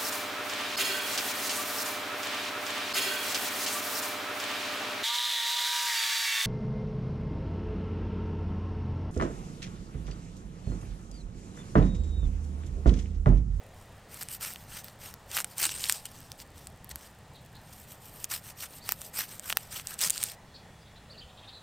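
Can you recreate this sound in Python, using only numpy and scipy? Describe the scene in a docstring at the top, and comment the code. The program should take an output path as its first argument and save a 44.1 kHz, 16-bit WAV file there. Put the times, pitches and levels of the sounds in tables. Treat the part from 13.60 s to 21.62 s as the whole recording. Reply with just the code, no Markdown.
"""Garden, tree stump: a knife saws both ends off an onion, close to a nearly mono microphone.
Each stroke bursts a swarm of juicy cells and rubs the papery skin: coloured grains and noise under moving levels.
Dry skin and whole layers give way in single snaps: a ringing flake, a noise crack, a knock of the bulb modes.
Dull decaying sines bump the stump. Behind: shaped-noise air and a puff of wind, far engine lines,
gliding sines for small birds, and a late, wavering insect tone."""
import sys
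import numpy as np
from scipy import signal
from scipy.fft import rfft, irfft, next_fast_len
from scipy.io import wavfile
from scipy.ndimage import uniform_filter1d

SR = 44100
rng = np.random.default_rng(int(sys.argv[2]) if len(sys.argv) > 2 else 0)


def wav_out(sig):
    """Save sig, one row per channel (or a flat mono array), as 16-bit PCM at SR to the path in sys.argv[1]."""
    wavfile.write(sys.argv[1], SR, np.round(np.clip(np.atleast_2d(sig).T, -1, 1) * 32767).astype(np.int16))


N = 353682

# Knife strokes, to and fro. Each row: peak in seconds, rise in seconds, fall in seconds, scrape in dB,
# bite from 0 (skates on the skin) to 1 (deep in the flesh).
STROKES = [(0.546, 0.055, 0.17, -52, 0.86), (0.611, 0.0024, 0.028, -41.5, 0.98),
           (0.729, 0.045, 0.051, -43, 0.093), (0.83, 0.03, 0.11, -38.5, 0.85),
           (1.027, 0.21, 0.051, -60, 0.83), (1.179, 0.11, 0.05, -47, 1), (1.246, 0.017, 0.11, -57.5, 1),
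           (1.452, 0.06, 0.09, -49.5, 1), (1.792, 0.1, 0.037, -37.5, 1), (1.93, 0.1, 0.042, -58, 1),
           (2.04, 0.07, 0.0078, -33, 0.82), (4.204, 0.23, 0.084, -59.5, 0.37),
           (4.311, 0.05, 0.067, -55, .3), (4.478, 0.092, 0.031, -54.5, .1), (4.647, 0.19, 0.015, -52.5, .1),
           (4.725, 0.035, 0.073, -37.5, 0.65), (4.898, 0.089, 0.031, -50, 0.74),
           (5.038, 0.075, 0.037, -43.5, .8), (5.177, 0.14, 0.03, -54, 0.43),
           (5.316, 0.09, 0.032, -45, 0.85), (5.466, 0.15, 0.041, -51, 0.16),
           (5.592, 0.062, 0.074, -37.5, 0.68), (5.719, 0.058, 0.086, -50, 0.67),
           (5.923, 0.11, 0.014, -43, 0.83), (5.978, 0.036, 0.26, -56, 0.94),
           (6.163, 0.067, 0.069, -43.5, 0.87), (6.323, 0.094, 0.05, -48, 1)]
# Skin tearing as a cut end comes away. Each row: peak in seconds, rise in seconds, fall in seconds, scrape in dB.
TEARS = [(2.055, 0.036, 0.023, -29), (2.09, 0.046, 0.37, -43), (2.242, 0.044, 0.049, -38.5),
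         (2.302, 0.049, 0.11, -39), (2.456, 0.004, 0.016, -40.5), (6.449, 0.064, 0.046, -29),
         (6.575, 0.11, 0.019, -41.5), (6.622, 0.096, 0.1, -42)]
# Fingers rubbing and turning the bulb. Each row: peak in seconds, rise in seconds, fall in seconds, scrape in dB.
RUBS = [(0.18, 0.05, 0.14, -68), (2.576, 0.21, 0.22, -60), (2.816, 0.04, 0.018, -50),
        (2.976, 0.041, 0.14, -60), (3.317, 0.02, 0.006, -46), (3.452, 0.13, 0.055, -57),
        (4.13, 0.005, 0.01, -49.5), (6.707, 0.061, 0.048, -49)]
# Drop in dB one rise or fall time from the peak: gentle slowing, growing in step with the distance, then the
# short stop (4th power).
SLOW_DB, STOP_DB = 8.5, 14

# Sound of each contact. Each holds: flesh, juice, papery hiss, all in dB re its scrape.
SKATE_TONE_DB = (-14.5, -3.5, 2)
BITE_TONE_DB = (-3.5, 0, -0.5)
TEAR_TONE_DB = (-12.5, -2.5, -5.5)
RUB_TONE_DB = (-6.5, 0.5, -2)
# Crunch colours. 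Each row: frequency in Hz, relative density in dB per Hz.
FLESH_COLOUR = [(150, -24), (350, -9), (700, -5.5), (1000, -1), (1350, 3), (1900, 2.5), (2300, -0.5),
                (3000, -24)]
JUICE_COLOUR = [(1500, -46), (2300, -6), (2800, 0.5), (3700, -3), (5400, 0), (6500, 0), (8000, -25.5)]
BLADE_COLOUR = [(5500, -24.5), (6800, -4), (7900, -0.5), (8900, 1), (9700, -6), (10500, -11.5),
                (12000, -30)]
PAPER_COLOUR = [(9000, -37), (10400, -3), (11400, -0.5), (12700, 4), (14000, 3), (15300, 0), (16600, -66)]

# Dry skin snapping. Each row: start in seconds, level in dB, flake pitch in Hz.
SNAPS = [(0.5438, -39, 8550), (0.6324, -35, 8350), (0.6868, -34, 8850), (0.9369, -37.5, 12600),
         (1.2444, -37, 13300), (1.7154, -35, 8250), (1.8445, -26.5, 8500), (1.9823, -26.5, 8600),
         (2.0296, -25, 7850), (2.042, -23, 8100), (2.2406, -23.5, 3980), (2.3242, -19.5, 7700),
         (2.4555, -34.5, 8000), (2.7182, -35.5, 5430), (2.8017, -41, 5520), (3.071, -36.5, 7900),
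         (3.245, -41.5, 12500), (3.2928, -40, 12500), (4.6432, -24.5, 7000), (5.796, -32, 8140),
         (6.2714, -27.5, 8200), (6.3416, -35, 8400), (6.391, -30, 8200), (6.4077, -28.5, 5800),
         (6.4141, -22, 7870), (6.4391, -23, 6400), (6.4987, -21, 8700), (6.5048, -16.5, 7500),
         (6.5789, -28.5, 4500), (6.6297, -25.5, 9000), (6.6381, -18.5, 8400)]
# Whole layers giving way. Each row: start in seconds, level in dB, flake pitch in Hz, bulb knock in dB re level.
POPS = [(0.627, -34, 14000, -11), (0.9597, -39, 3080, -6), (1.2836, -44.5, 4630, -2),
        (1.5401, -39, 14400, -9), (1.7686, -25, 13100, 0), (1.7759, -24.5, 2720, -16),
        (1.7861, -33, 13500, 4), (1.8034, -28, 7400, -3.5), (1.8458, -34, 8460, -5), (2.093, -31, 3300, -6),
        (2.297, -16.5, 8620, -8), (3.3581, -32, 12470, -8.5), (5.2914, -23.5, 13800, -5),
        (5.3214, -19, 13800, -10), (5.4169, -34, 8900, -10), (5.59, -25, 13300, -9),
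        (5.8985, -27.5, 12800, -14), (5.902, -26, 2580, -5.5), (5.9262, -25, 3000, -3),
        (5.9712, -17.5, 13300, -5.5), (6.1978, -37.5, 2700, -3)]
SNAP_KNOCK_DB = -29  # re the break: thin dry skin barely knocks the bulb
# Chance small breaks. Each holds: rate per second (crackle() caps it near 75), level in dB re the scrape,
# median pitch in Hz.
TEAR_CRACKLE = (85, 1.9, 5840)
STROKE_CRACKLE = (18, 2.7, 9200)
RUB_CRACKLE = (18, 12.3, 9100)
CRACKLE_SPREAD_DB, CRACKLE_SPREAD_OCTAVES = 2.5, 0.5
# Bulb modes against the blade. Each row: untuned frequency in Hz, relative level in dB, T60 in seconds.
BULB_MODES = [(765, 2, 0.0098), (1110, 5, 0.0043), (1340, 13, 0.0066), (1770, 4, 0.013), (2600, 1, 0.014)]
# Bulb tuning as the cuts go on. Each row: time in seconds, ratio of the mode frequencies.
BULB_TUNING = [(1.8, 1.1), (2.3, 1.37), (5.3, 0.98), (5.6, 1.07), (5.95, 1.02)]

# Bulb bumping on the stump. 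Each row: start in seconds, level before decay in dB, pitch in Hz.
BUMPS = [(2.062, -37.5, 320), (3.311, -37, 65.6), (3.354, -46, 332), (6.461, -39, 174), (7.631, -45.5, 68)]

# Arched whistles. Each row: start in seconds, length in seconds, top in Hz, sag of both ends in Hz,
# level in dB re the bird trim.
WHISTLES = [(5.2, 0.08, 4740, 1520, -58), (7.496, .04, 4600, 1110, -53), (7.531, .033, 2940, 200, -58),
            (7.574, 0.036, 4710, 1290, -51), (7.607, 0.035, 3090, 100, -51), (7.918, .075, 4090, 305, -52)]
# Raspy cheeps. Each row: start in seconds, top in Hz, level in dB re the bird trim.
CHEEPS = [(3.745, 3980, -57), (3.944, 4130, -57.5), (6.94, 4440, -52.5), (7.205, 4900, -66),
          (7.255, 3820, -61.5), (7.354, 3880, -59.5), (7.68, 3500, -58.5), (7.77, 3740, -55),
          (7.824, 3400, -55.5), (7.874, 3900, -49.5)]
CHEEP_S, CHEEP_ARCH = 0.036, 0.099  # length; sag of both ends as a share of the top pitch
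CHEEP_RASP, WHISTLE_RASP = 0.778, 0.48  # 0-1

# Outdoor air and wind puff colours. Each row: frequency in Hz, relative density in dB per Hz.
AIR_COLOUR = [(22, -11.5), (70, -4.5), (130, -4.5), (350, -18.5), (480, -15), (830, -15), (1000, -18.5),
              (1600, -23), (1850, -19), (2100, -25), (3400, -28), (5900, -33.5), (8500, -33.5),
              (14000, -52.5), (16000, -57)]
BREEZE_COLOUR = [(20, -2), (45, 2.5), (100, 3), (200, -22), (600, -59)]
# Far engine lines. Each row: frequency in Hz, level in dB.
DRONE = [(71, -68.5), (104.5, -67.5), (143, -72), (177, -72), (210, -71)]
TOP_HZ = 16100  # band limit


def amp(db):
    """Amplitude ratio of a level in dB."""
    return 10 ** (np.asarray(db) / 20)


def unit(x):
    """x brought to rms 1."""
    return x / np.sqrt(np.mean(x ** 2) + 1e-20)


def wobble(rate_hz, size):
    """A smooth random curve with rate_hz knots a second."""
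    knots = int(size * rate_hz / SR) + 4
    fine = signal.resample(rng.standard_normal(knots), 8 * knots)
    return np.interp(np.arange(size) * rate_hz / SR, np.arange(len(fine)) / 8, fine)


def filtered(x, response):
    """x times a response of frequency."""
    m = next_fast_len(N + 8192)
    spectrum = rfft(x, m) * response(np.fft.rfftfreq(m, 1 / SR))
    return irfft(spectrum, m)[..., :N]


def coloured(x, points):
    """x through a minimum-phase filter given as (Hz, dB) points, brought to rms 1."""
    point_hz, point_db = np.transpose(points)
    hz = np.fft.rfftfreq(2 ** 14, 1 / SR)
    gain_db = np.interp(np.log(hz + 1), np.log(point_hz), point_db)
    # folding the cepstrum makes the filter causal
    cepstrum = irfft(np.log(amp(gain_db)))
    cepstrum[1:len(hz) - 1] *= 2
    cepstrum[len(hz):] = 0
    impulse = irfft(np.exp(rfft(cepstrum)))
    return unit(signal.fftconvolve(x, impulse)[:N])


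def patchy(x, depth_db, bins=4, frames=7):
    """The colour of x changes from one instant to the next; brought to rms 1."""
    z = signal.stft(x, nperseg=256)[2]
    field = uniform_filter1d(rng.standard_normal(z.shape), bins, 0)
    field = uniform_filter1d(field, frames, 1)
    return unit(signal.istft(z * amp(depth_db * unit(field)), nperseg=256)[1][:N])


def grains(rate_hz, spread_db):
    """Random impulses of uneven size and sign, rms 1."""
    chance, size = rng.random(N), rng.standard_normal(N)
    sign = rng.choice([-1, 1], N)
    return unit((chance < rate_hz / SR) * sign * amp(spread_db * np.minimum(size, 2)))


def add(track, start_s, sound):
    """Mix a sound into the track at start_s."""
    part = track[round(start_s * SR):][:len(sound)]
    part += sound[:len(part)]


def onion():
    """Knife and finger movements drive the crunch and small breaks; the big breaks stand out of it."""
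    sawing, bite, tearing, rubbing = movements()
    steady = crunch(sawing, bite, tearing, rubbing) + skin_ticks()
    skin = np.vstack([SNAPS, crackle(tearing, *TEAR_CRACKLE),
                      crackle(sawing, *STROKE_CRACKLE), crackle(rubbing, *RUB_CRACKLE)])
    return steady + snaps(POPS) + snaps([(*row, SNAP_KNOCK_DB) for row in skin])


def movements():
    """Over time: power of the sawing, bite of the blade, power of the tearing and of the rubbing."""
    sawing, biting = np.zeros(N), np.zeros(N)
    for *stroke, bite in STROKES:
        power = swell(*stroke)
        sawing += power
        biting += np.clip(bite, 0, 1) * power
    tearing = sum(swell(*row) for row in TEARS)
    rubbing = sum(swell(*row) for row in RUBS)
    return sawing, biting / (sawing + 1e-20), tearing, rubbing


def swell(peak_s, rise_s, fall_s, db):
    """Scrape power of one movement as it gathers speed, slows and stops."""
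    t = np.arange(N) / SR
    # distance from the peak in rise or fall times
    away = np.abs(np.interp(t, [peak_s - 2 * rise_s, peak_s, peak_s + 2 * fall_s], [-2, 0, 2]))
    moving, power = away < 2, np.zeros(N)
    power[moving] = amp(db - SLOW_DB * away[moving] - STOP_DB * away[moving] ** 4) ** 2
    return power


def crunch(sawing, bite, tearing, rubbing, cell_rate_hz=2200, rub=0.68, judder_db=1.7):
    """Bursting cells sound in flesh, juice, blade and skin at once; a deeper bite is fuller, less papery."""
    def tone(flesh_db, juice_db, paper_db):
        return np.array([[flesh_db], [juice_db], [0], [paper_db]])  # blade at 0 dB

    saw_db = (1 - bite) * tone(*SKATE_TONE_DB) + bite * tone(*BITE_TONE_DB)
    power = sawing * amp(saw_db) ** 2
    power = power + tearing * amp(tone(*TEAR_TONE_DB)) ** 2 + rubbing * amp(tone(*RUB_TONE_DB)) ** 2
    # the blade sticks and slips, so the pressure judders
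    pressure = unit(amp(judder_db * wobble(220, N)))
    bursts = grains(cell_rate_hz, spread_db=2)
    out = np.zeros(N)
    for level, colour in zip(np.sqrt(power), (FLESH_COLOUR, JUICE_COLOUR, BLADE_COLOUR, PAPER_COLOUR)):
        grit = coloured(pressure * (bursts + rub * rng.standard_normal(N)), colour)
        # each patch of tissue tears at its own pitch
        out += level * patchy(grit, depth_db=2.8)
    return out


def skin_ticks(rate_hz=70, db=-74):
    """Dry skin rustles faintly under the fingers while on the bulb: sparse grains in three colours."""
    held = np.arange(N) / SR < 6.75
    ticks = grains(rate_hz, spread_db=5)
    rustle = coloured(ticks, BLADE_COLOUR) + coloured(ticks, PAPER_COLOUR) + 0.36 * coloured(ticks, JUICE_COLOUR)
    return amp(db) * held * rustle


def crackle(power, rate_hz, db, median_hz, count=600):
    """Chance breaks (s, dB, Hz), their level following the movement that causes them."""
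    chance = rng.random((count, 2))
    scatter = np.clip(rng.standard_normal((count, 2)), -2, 2)
    at = (chance[:, 0] * N).astype(int)
    level_db = 10 * np.log10(power[at] + 1e-20) + db + CRACKLE_SPREAD_DB * scatter[:, 0]
    pitch_hz = np.minimum(median_hz * 2 ** (CRACKLE_SPREAD_OCTAVES * scatter[:, 1]), TOP_HZ)
    heard = (chance[:, 1] < rate_hz * N / SR / count) & (level_db > -60)
    return np.column_stack([at / SR, level_db, pitch_hz])[heard]


def snaps(breaks, flake_t60_s=0.0019, crack_t60_s=0.0015, crack=0.73, tail_t60_s=0.028, tail=0.12):
    """A break flicks a flake of skin for a few cycles, cracks, and knocks the bulb."""
    out, t = np.zeros(N), np.arange(SR // 25) / SR

    def sized(x):
        return x / np.sqrt(np.sum(x ** 2) / (0.002 * SR))  # energy of rms 1 over 2 ms

    # flakes are too small to radiate lows, and the bulb radiates no bass
    treble = signal.butter(2, [1900, 15000], "band", fs=SR)
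    no_bass = signal.butter(2, [500, 15000], "band", fs=SR)
    for start_s, db, flake_hz, knock_db in breaks:
        flake = sized(np.sin(2 * np.pi * flake_hz * t) * amp(-60 * t / flake_t60_s))
        # the crack is followed by a short trail of splintering
        decay = amp(-60 * t / crack_t60_s) + tail * amp(-60 * t / tail_t60_s)
        splinters = sized(rng.standard_normal(len(t)) * decay)
        edge = sized(signal.lfilter(*treble, flake + crack * splinters))
        tuning = np.interp(start_s, *np.transpose(BULB_TUNING))
        bulb = np.zeros(len(t))
        for mode_hz, mode_db, t60_s in BULB_MODES:
            envelope = amp(mode_db + rng.normal(0, 1.3) - 60 * t / t60_s)
            bulb += envelope * np.cos(2 * np.pi * mode_hz * tuning * rng.normal(1, 0.027) * t)
        knock = sized(signal.lfilter(*no_bass, bulb))
        add(out, start_s, amp(db) * edge + amp(db + knock_db) * knock)
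    return out


def bumps(cycles=9):
    """Soft, dull thuds into the stump: sines that fall 30 dB in the given number of cycles."""
    out, t = np.zeros(N), np.arange(SR // 4) / SR
    for start_s, db, hz in BUMPS:
        envelope = amp(db - 30 * hz * t / cycles) * (1 - np.exp(-hz * t))
        add(out, start_s, envelope * np.sin(2 * np.pi * hz * t))
    return out


def birds(rasp_hz=750, echo_db=-4, echo_t60_s=0.27, trim_db=-1.5):
    """Arched whistles and raspy cheeps: gliding sines, scattered by the foliage as decaying noise."""
    out = np.zeros(N)
    notes = [(*row, WHISTLE_RASP) for row in WHISTLES]
    notes += [(s, CHEEP_S, top, CHEEP_ARCH * top, db, CHEEP_RASP) for s, top, db in CHEEPS]
    for start_s, length_s, top_hz, sag_hz, db, rasp in notes:
        u = np.linspace(0, 1, int(length_s * SR))
        hz = top_hz - sag_hz * (2 * u - 1) ** 2 + rasp ** 2 * rasp_hz * wobble(1300, len(u))
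        note = np.sqrt(4 * u * (1 - u)) * np.sin(2 * np.pi * np.cumsum(hz) / SR)
        add(out, start_s, amp(db + trim_db) * unit(note))
    t = np.arange(SR // 2) / SR
    leaves = rng.standard_normal(len(t)) * amp(-60 * t / echo_t60_s)
    echo = signal.fftconvolve(out, leaves / np.linalg.norm(leaves))[:N]
    return out + amp(echo_db) * echo


def insect(hz=3400, waver_hz=55, db=-69.0):
    """A thin, far trill fades in late: a sine of fast-wavering pitch and uneven level."""
    t = np.arange(N) / SR
    trill = np.sin(2 * np.pi * np.cumsum(hz + waver_hz * wobble(300, N)) / SR)
    return amp(db + 1.7 * wobble(25, N)) * np.interp(t, [6.6, 7], [0, 1]) * trill


def air(db=-53, drift_db=0.27):
    """Steady outdoor air: shaped noise whose level and colour drift slightly."""
    noise = coloured(rng.standard_normal(N), AIR_COLOUR)
    return amp(db + drift_db * wobble(2.67, N)) * patchy(noise, depth_db=1.5, bins=2, frames=50)


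def gust(db=-53, peak_s=0.24, width_s=0.27):
    """One puff of wind on the microphone: low noise, 20 dB down at width_s from its peak."""
    t = np.arange(N) / SR
    envelope = amp(db - 20 * ((t - peak_s) / width_s) ** 2)
    return envelope * coloured(rng.standard_normal(N), BREEZE_COLOUR)


def engine_drone(waver_rad=1.0):
    """A far engine: low lines that waver in phase and level."""
    t, out = np.arange(N) / SR, np.zeros(N)
    for hz, db in DRONE:
        line = np.sin(2 * np.pi * hz * t + waver_rad * wobble(7, N))
        out += amp(db) * unit(amp(2.3 * wobble(4, N)) * line)
    return out


def scene(width_db=-25):
    """Everything sits in the centre; only a faint flutter of phase differs between the ears."""
    flutter = unit(wobble(110, N))
    mid = onion() + bumps() + birds() + insect() + air() + gust() + engine_drone()
    quadrature = filtered(mid, lambda hz: 1j)  # 90 degree shift
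    side = amp(width_db) * quadrature * flutter
    return np.array([mid + side, mid - side])


def record(dry, hiss_db=-68.5):
    """Each channel adds its own faint hiss; a steep low-pass removes all above the band limit."""
    hiss = amp(hiss_db) * rng.standard_normal((2, N))
    return filtered(dry + hiss, lambda hz: 1 / np.sqrt(1 + (hz / TOP_HZ) ** 160))


dry = scene()
out = record(dry)
wav_out(out)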